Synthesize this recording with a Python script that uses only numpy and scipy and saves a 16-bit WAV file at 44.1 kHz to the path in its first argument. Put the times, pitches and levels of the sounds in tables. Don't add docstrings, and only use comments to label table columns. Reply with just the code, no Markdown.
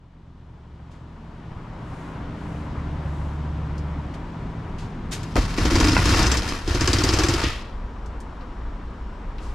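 import sys
import numpy as np
from scipy import signal
from scipy.fft import rfft, irfft, next_fast_len
from scipy.io import wavfile

SR = 44100
rng = np.random.default_rng(int(sys.argv[2]) if len(sys.argv) > 2 else 0)


def master(y):
    cut = np.clip(np.atleast_2d(y).T, -1, 1)
    pcm = np.round(cut * 32767)
    wavfile.write(sys.argv[1], SR, pcm.astype(np.int16))


N = 420977
TIME = np.arange(N) / SR
OPENING_S = (5.91, 6.67)

# (frequency [Hz], relative level [dB per Hz])
ENGINE_COLOUR = [(15, -47), (25, -0.5), (75, -6), (103, -2.5), (154, -13), (186, -9.5), (293, -15.5),
                 (438, -21.5), (1130, -23.5), (2400, -35.5), (7480, -55.5), (15000, -77.5)]
CLICK_COLOUR = [(400, -6), (1400, 0.5), (4200, 3.5), (5000, 5.5), (7600, 0), (9000, -11), (15500, -26)]
RAIL_COLOUR = [(290, -5), (500, -3), (629, -8), (716, -2), (839, -5.5), (982, -2), (4020, -9), (4910, -8.5),
               (12000, -30), (15500, -51)]
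BAR_COLOUR = [(350, 5.5), (2100, -8), (3200, -18), (6000, -21.5), (15000, -42)]
RUB_COLOUR = [(500, -27), (1500, 1.5), (3000, 5), (7000, -1.5), (12000, -16), (15500, -43)]
# (frequency [Hz], relative level [dB])
DOOR_MODES = [(258, 2), (285, 3.5), (318, 4), (355, -7.5), (450, -8)]
BOX_MODES = [(44, -0.5), (62, -0.5), (84, -3.5), (104, -13.5)]


def amp(db):
    return 10 ** (np.asarray(db) / 20)


def unit(x):
    return x / np.sqrt(np.mean(x ** 2) + 1e-20)


def read(points, hz):
    f, value = np.transpose(points)
    return np.interp(np.log(hz + 1), np.log(f + 1), value)


def curves(rows):
    s, *columns = np.transpose(rows)
    return [np.interp(TIME, s, c) for c in columns]


def add(mix, s, sound):
    part = mix[:, max(round(s * SR), 0):][:, :sound.shape[-1]]
    part += sound[..., :part.shape[1]]


def drift(hz):
    knots = rng.standard_normal(int(2 * hz * N / SR) + 2)
    return np.interp(2 * hz * TIME, np.arange(len(knots)), knots)


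def tone(hz, waver_hz):
    cycles = np.cumsum(hz + waver_hz * drift(1.97)) / SR
    return np.sqrt(2) * np.sin(2 * np.pi * (cycles + rng.random()))


def noise(colour, size, band=None):
    likeness = [(250, 1), (1000, 0.8), (12000, 0.59)]
    balance = [(200, 0.5), (700, 2.5)]
    n = next_fast_len(size, True)
    hz = np.fft.rfftfreq(n, 1 / SR)
    common, apart = rfft(rng.standard_normal((2, n)))
    like = np.clip(read(likeness, hz), 0, 1)
    sides = np.array([[1], [-1]])
    spectrum = np.sqrt(1 + like) * common + sides * np.sqrt(1 - like) * apart
    spectrum *= amp(read(colour, hz) + sides * read(balance, hz) / 2)
    if band:
        spectrum /= np.sqrt((1 + (band[0] / (hz + 1)) ** 8) * (1 + (hz / band[1]) ** 8))
    return unit(irfft(spectrum, n)[:, :size])


def burst(colour, t60, rise=0.00015, vary_db=2.0):
    t = TIME[:SR // 3]
    hz, db = np.transpose(colour)
    varied = np.column_stack([hz, db + vary_db * rng.standard_normal(len(db))])
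    envelope = np.minimum(t / rise, 1) * amp(-60 * np.maximum(t - rise, 0) / t60)
    return noise(varied, size=len(t)) * envelope


def ring(modes, t60, rise, scatter, tuning=1, vary_db=2):
    t = TIME[:SR // 3]
    hz, db = np.transpose(modes)[:, :, None]
    detune, strength, phase = rng.standard_normal((3, len(modes), 1))
    hz = hz * tuning * (1 + scatter * detune)
    waves = amp(db + vary_db * strength) * np.sin(2 * np.pi * (hz * t + phase))
    sound = waves.sum(0) * (1 - np.exp(-t / rise)) * amp(-60 * t / t60)
    return sound / sound[:SR // 30].std()


def panels(x, strength, count=10):
    bright = signal.sosfilt(signal.butter(4, 1500, "high", fs=SR, output="sos"), x)
    out = x.copy()
    for delay, sign in zip(rng.uniform(0.00204, .02, count), rng.choice([-1, 1], count)):
        add(out, delay, sign * strength / np.sqrt(count) * bright)
    return out / np.sqrt(1 + strength ** 2)


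def bay_echo(x):
    decay = [(500, 0.31), (4000, 0.58)]
    hz, t, spectra = signal.stft(rng.standard_normal((2, SR)), SR, nperseg=256)
    tail = signal.istft(spectra * amp(-60 * t / read(decay, hz)[:, None]), SR, nperseg=256)[1]
    tail *= np.minimum(TIME[:tail.shape[1]] / 0.003, 1)
    return signal.fftconvolve(x, tail / np.linalg.norm(tail[0]), axes=1)[:, :N]


def engine_bands(colour, whirr_hz=958, whirr_width_hz=53, whirr_db=4.5):
    n = next_fast_len(N, True)
    hz = np.fft.rfftfreq(n, 1 / SR)
    whirr = amp(whirr_db / (1 + ((hz - whirr_hz) / whirr_width_hz) ** 2))
    spectrum = rfft(noise(colour, size=n)) * whirr
    band = np.digitize(hz, [110, 450, 2800])
    return [unit(irfft(spectrum * (band == k), n)[:, :N]) for k in range(4)]


def idle(tone_waver_db=1.5, clatter_rough_db=1.0):
    # (time [s], clatter [dB], body [dB])
    walk = [(0.0, -71.5, -71), (0.2, -67.5, -63), (1.9, -44, -42.5), (2.77, -39, -37), (3.39, -40.5, -38.5),
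            (5.05, -42.5, -37.5)]
    # (frequency [Hz], relative level [dB per Hz])
    inside_colour = [(12, -36), (20, -8.5), (56, -10.5), (87, -22.5), (229, -17.5), (620, -30),
                     (1150, -28.5), (2280, -42), (7510, -62), (15000, -86)]
    # (level outside [dB], share of the swell [0 to 1], level inside [dB])
    band_levels = [(-36, 0.71, -32.5), (-36.5, 0.64, -43), (-41.5, 0.68, -44), (-57.5, 0.55, -61)]
    # (frequency [Hz], then the same three columns)
    tones = [(28.7, -50.5, 0.12, -60), (58.9, -45.5, .95, -43.5), (120, -51, 0.17, -53),
             (160.7, -39.5, 0.69, -65), (268, -52.5, 1, -84), (5500, -84, .9, -77.5)]
    clatter_db, body_db = curves(walk)
    high_swell, low_swell = clatter_db + 40.5, body_db + 38
    swells = [low_swell, low_swell, high_swell, high_swell]
    opened = np.interp(TIME, OPENING_S, [0, 1])
    bands = []
    for (outside_db, share, inside_db), swell, outside, inside in zip(
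            band_levels, swells, engine_bands(ENGINE_COLOUR), engine_bands(inside_colour)):
        fading_out = np.sqrt(1 - opened) * amp(outside_db + share * swell) * outside
        fading_in = np.sqrt(opened) * amp(inside_db) * inside
        bands.append(fading_out + fading_in)
    rumble, body, clatter, hiss = bands
    clatter *= amp(clatter_rough_db * drift(30))
    out = rumble + body + panels(clatter + hiss, strength=0.23)
    for hz, outside_db, share, inside_db in tones:
        db = (1 - opened) * (outside_db + share * low_swell) + opened * inside_db
        out += tone(hz, waver_hz=0.39) * amp(db + tone_waver_db * drift(2.1))
    return out


def rasp(corner_s=2.09, width_s=0.28, peak_db=-46):
    swell = np.exp(-((TIME - corner_s) / width_s) ** 2 / 2)
    return amp(peak_db) * swell * noise(ENGINE_COLOUR, size=N, band=(380, 3500))


def drone(pitch_hz=72.8, stop_s=3.97, sag_hz_per_s=17, fade_db_per_s=74):
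    swell = [(0, -53.5), (.9, -44.5), (2.1, -55), (2.6, -38), (3.1, -30)]
    db, = curves(swell)
    since_stop = np.maximum(TIME - stop_s, 0)
    hz = pitch_hz - sag_hz_per_s * since_stop
    octave_db = db.max() - 5 + 1.6 * (db - db.max())
    hum = amp(db) * tone(hz, waver_hz=0.19) + amp(octave_db) * tone(2 * hz, waver_hz=0.23)
    return hum * amp(-fade_db_per_s * since_stop)


def moan():
    path = [(1.9, 283.8, -51.5), (2.4, 294, -44), (3.3, 311.2, -50), (3.75, 286.7, -57), (4.1, 300.7, -45),
            (4.9, 276, -72)]
    hz, db = curves(path)
    sounding = (TIME > path[0][0]) & (TIME < path[-1][0])
    return sounding * amp(db) * tone(hz, waver_hz=2.2)


def swishes():
    strides = [(1.778, 0.45, -65.5), (2.31, 0.41, -66), (2.95, 0.49, -66.5)]
    out = np.zeros((2, N))
    for s, length, db in strides:
        swell = np.sin(np.pi * np.minimum(TIME[:SR] / length, 1))
        add(out, s, amp(db) * swell * noise(RUB_COLOUR, size=SR, band=(6600, 17000)))
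    return out


def handling(knock_db=-7, bump_s=1.518, bump_db=-33):
    scuffs = [(.908, -60, 0.0089, 0.36), (4.137, -46, 0.0071, 0.1), (4.78, -46, 0.0078, 0.39),
              (5.109, -29, 0.023, 0.16), (5.23, -37, 0.0023, 0.055), (9.388, -52, 0.052, 0.8)]
    ticks = [(3.78, -47, 1), (8.059, -51, 1.2), (8.203, -49, 1.3), (8.409, -50, 0.62), (9.383, -43.5, 0.72)]
    gear_colour = [(1500, -13), (4000, -2), (4800, 2), (6800, -4), (14000, -34)]
    out = np.zeros((2, N))
    for s, db, rise, t60 in scuffs:
        rub = burst(RUB_COLOUR, t60=t60, rise=rise)
        knock = amp(knock_db) * burst(BAR_COLOUR, t60=0.087, rise=rise)
        add(out, s, amp(db) * (rub + knock))
    for s, db, tuning in ticks:
        add(out, s, amp(db) * burst(np.multiply(gear_colour, [tuning, 1]), t60=0.1))
    add(out, bump_s, amp(bump_db) * ring(BOX_MODES, t60=0.073, rise=0.0028, scatter=.05, tuning=0.54))
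    return out


def latch():
    knocks = [(5.356, -18, -20), (5.365, -13.5, -24), (5.378, -16.5, -16.5)]
    out = np.zeros((2, N))
    for s, crack_db, thump_db in knocks:
        add(out, s, amp(crack_db + 1) * burst(BAR_COLOUR, t60=0.057))
        add(out, s, amp(thump_db - 8) * ring(DOOR_MODES, t60=0.089, rise=0.0013, scatter=0.013))
        thud = ring(BOX_MODES, t60=0.45, rise=0.00097, scatter=0.03, tuning=0.85)
        add(out, s, amp(thump_db - 1) * thud)
    return out


def rail_chatter(taps_per_s=700, stretches=12, spread_db=4, shiver_rise_s=0.014):
    # (time [s], level [dB], time to fall 60 dB [s])
    shivers = [(5.15, -44, 3.8), (5.359, -30.5, 2)]
    roll = [(5.575, -29), (5.59, -30.5), (5.8, -23), (6.02, -24.5), (6.2, -21.5), (6.37, -27.5),
            (6.52, -31), (6.65, -40.5), (6.7, -30), (7.15, -26), (7.48, -28.5), (7.8, -73)]
    t = np.arange(shivers[0][0], N / SR, 1 / SR)[:N // 3]
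    chatter = np.zeros((2, len(t)))
    for _ in range(stretches):
        chance, size = rng.random((2, N // 3))[:, :len(t)]
        taps = (chance < taps_per_s / stretches / SR) * amp(-spread_db * np.log(size + 0.16))
        tap_sound = burst(RAIL_COLOUR, t60=0.047)[:, :SR // 20]
        chatter += signal.oaconvolve(taps[None], tap_sound, axes=1)[:, :len(t)]
    judder = noise(ENGINE_COLOUR, size=N // 3, band=(22, 380))[:, :len(t)]
    judder *= amp(4 - 5 * (t - t[0]))
    shiver = np.max([np.clip((t - s) / shiver_rise_s, 0, 1) * amp(db - 60 * np.maximum(t - s, 0) / t60)
                     for s, db, t60 in shivers], 0)
    sliding = amp(np.interp(t, *np.transpose(roll), left=-np.inf))
    out = np.zeros((2, N))
    add(out, t[0], np.hypot(shiver, sliding) * (unit(panels(chatter, strength=0.16)) + judder))
    return out


def jolts(ring_db=-7, stop_s=7.432, stop_db=-28.5, stop_t60=0.6):
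    guide_modes = [(926, 11), (1437, 10.5), (1954, 7.5), (2503, 8)]
    clanks = [(5.584, -27, 1.2), (5.762, -26, 0.85), (5.966, -15.5, 1), (5.99, -23, 1), (6.145, -23, 1.03),
              (6.243, -25, 1.05), (6.522, -31, 1.25), (6.878, -25, 1.15), (7.091, -27, 1.1),
              (7.237, -25, 1.2)]
    thuds = [(5.644, -20.5, 0.85), (5.744, -20.5, 0.88), (5.977, -18.5, 1.95), (6.017, -18, 0.85)]
    out = np.zeros((2, N))
    for s, db, tuning in clanks:
        crack = burst(np.multiply(BAR_COLOUR, [tuning, 1]), t60=0.052)
        clang = amp(ring_db) * ring(guide_modes, t60=0.035, rise=0.0004, scatter=0.06, tuning=tuning)
        add(out, s, amp(db) * (crack + clang))
    for s, db, tuning in thuds:
        add(out, s, amp(db) * ring(BOX_MODES, t60=0.21, rise=0.0026, scatter=0.05, tuning=tuning))
    rail = amp(ring_db) * ring(guide_modes, t60=stop_t60, rise=0.002, scatter=0, tuning=1.33)
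    scrape = noise(CLICK_COLOUR, size=len(rail), band=(1900, 3400))
    scrape *= amp(-60 * TIME[:len(rail)] / stop_t60)
    add(out, stop_s, amp(stop_db) * (scrape + rail))
    return out


def slat_clacks():
    clacks = [(5.582, -30.5), (5.652, -29), (5.711, -29.5), (5.754, -21.5), (5.801, -21), (5.843, -22),
              (5.882, -24), (5.919, -23.5), (6.055, -23), (6.091, -25), (6.124, -27), (6.16, -24.5),
              (6.193, -23.5), (6.228, -21), (6.267, -21.5), (6.316, -18), (6.37, -21.5), (6.488, -27),
              (6.676, -29), (6.747, -27), (6.809, -22), (6.875, -18.5), (6.931, -17), (6.985, -22.5),
              (7.037, -19), (7.089, -21.5), (7.136, -21.5), (7.187, -20.5), (7.235, -21.5), (7.285, -21.5),
              (7.338, -24), (7.438, -28.5)]
    slat_modes = [(4780, 5), (5220, 4.5), (6120, 0), (7420, -7)]
    # (time [s], door pitch [factor], door ring [dB], box boom [dB])
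    lift = [(5.6, 1.06, -25, -22.5), (5.85, 1.0, -20.5, -25), (6.08, 1, -26, -21.5),
            (6.3, 1.062, -30, -22.5), (6.5, 1, -35, -34.5), (6.7, 1.06, -26, -23.5),
            (7.22, 1.18, -24, -22.5), (7.45, 1.02, -27, -23.5)]
    lift_s, *lift_columns = np.transpose(lift)
    out = np.zeros((2, N))
    for s, db in clacks:
        door_tuning, ring_db, boom_db = (np.interp(s, lift_s, column) for column in lift_columns)
        box_tuning = np.interp(s, OPENING_S, [1, 1.33])
        click = amp(db - 2) * burst(CLICK_COLOUR, t60=0.09)
        snap = amp(db - 9) * burst(CLICK_COLOUR, t60=0.022)
        slat = amp(db - 11) * ring(slat_modes, t60=0.07, rise=0.0004, scatter=0.022, vary_db=6)
        drop_s = s + rng.uniform(0.002, .01)
        add(out, drop_s, amp(db - 6) * burst(RAIL_COLOUR, t60=0.075, vary_db=4))
        door = amp(ring_db) * ring(DOOR_MODES, t60=0.13, rise=0.0015, scatter=0.045, tuning=door_tuning)
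        boom = amp(boom_db) * ring(BOX_MODES, t60=0.28, rise=0.0027, scatter=0.083, tuning=box_tuning)
        add(out, s, click + snap + slat + door + boom)
    return out


def scene(echo_db=-17):
    near = slat_clacks() + rail_chatter() + jolts() + latch() + handling() + swishes()
    radiated = signal.sosfilt(signal.butter(2, 400, "high", fs=SR, output="sos"), near)
    return idle() + rasp() + drone() + moan() + near + amp(echo_db) * bay_echo(radiated)


def record(dry):
    lowpass = signal.firwin(511, 15700, window=("kaiser", 9), fs=SR)
    return signal.oaconvolve(dry, lowpass[None], "same")


dry = scene()
out = record(dry)
master(out)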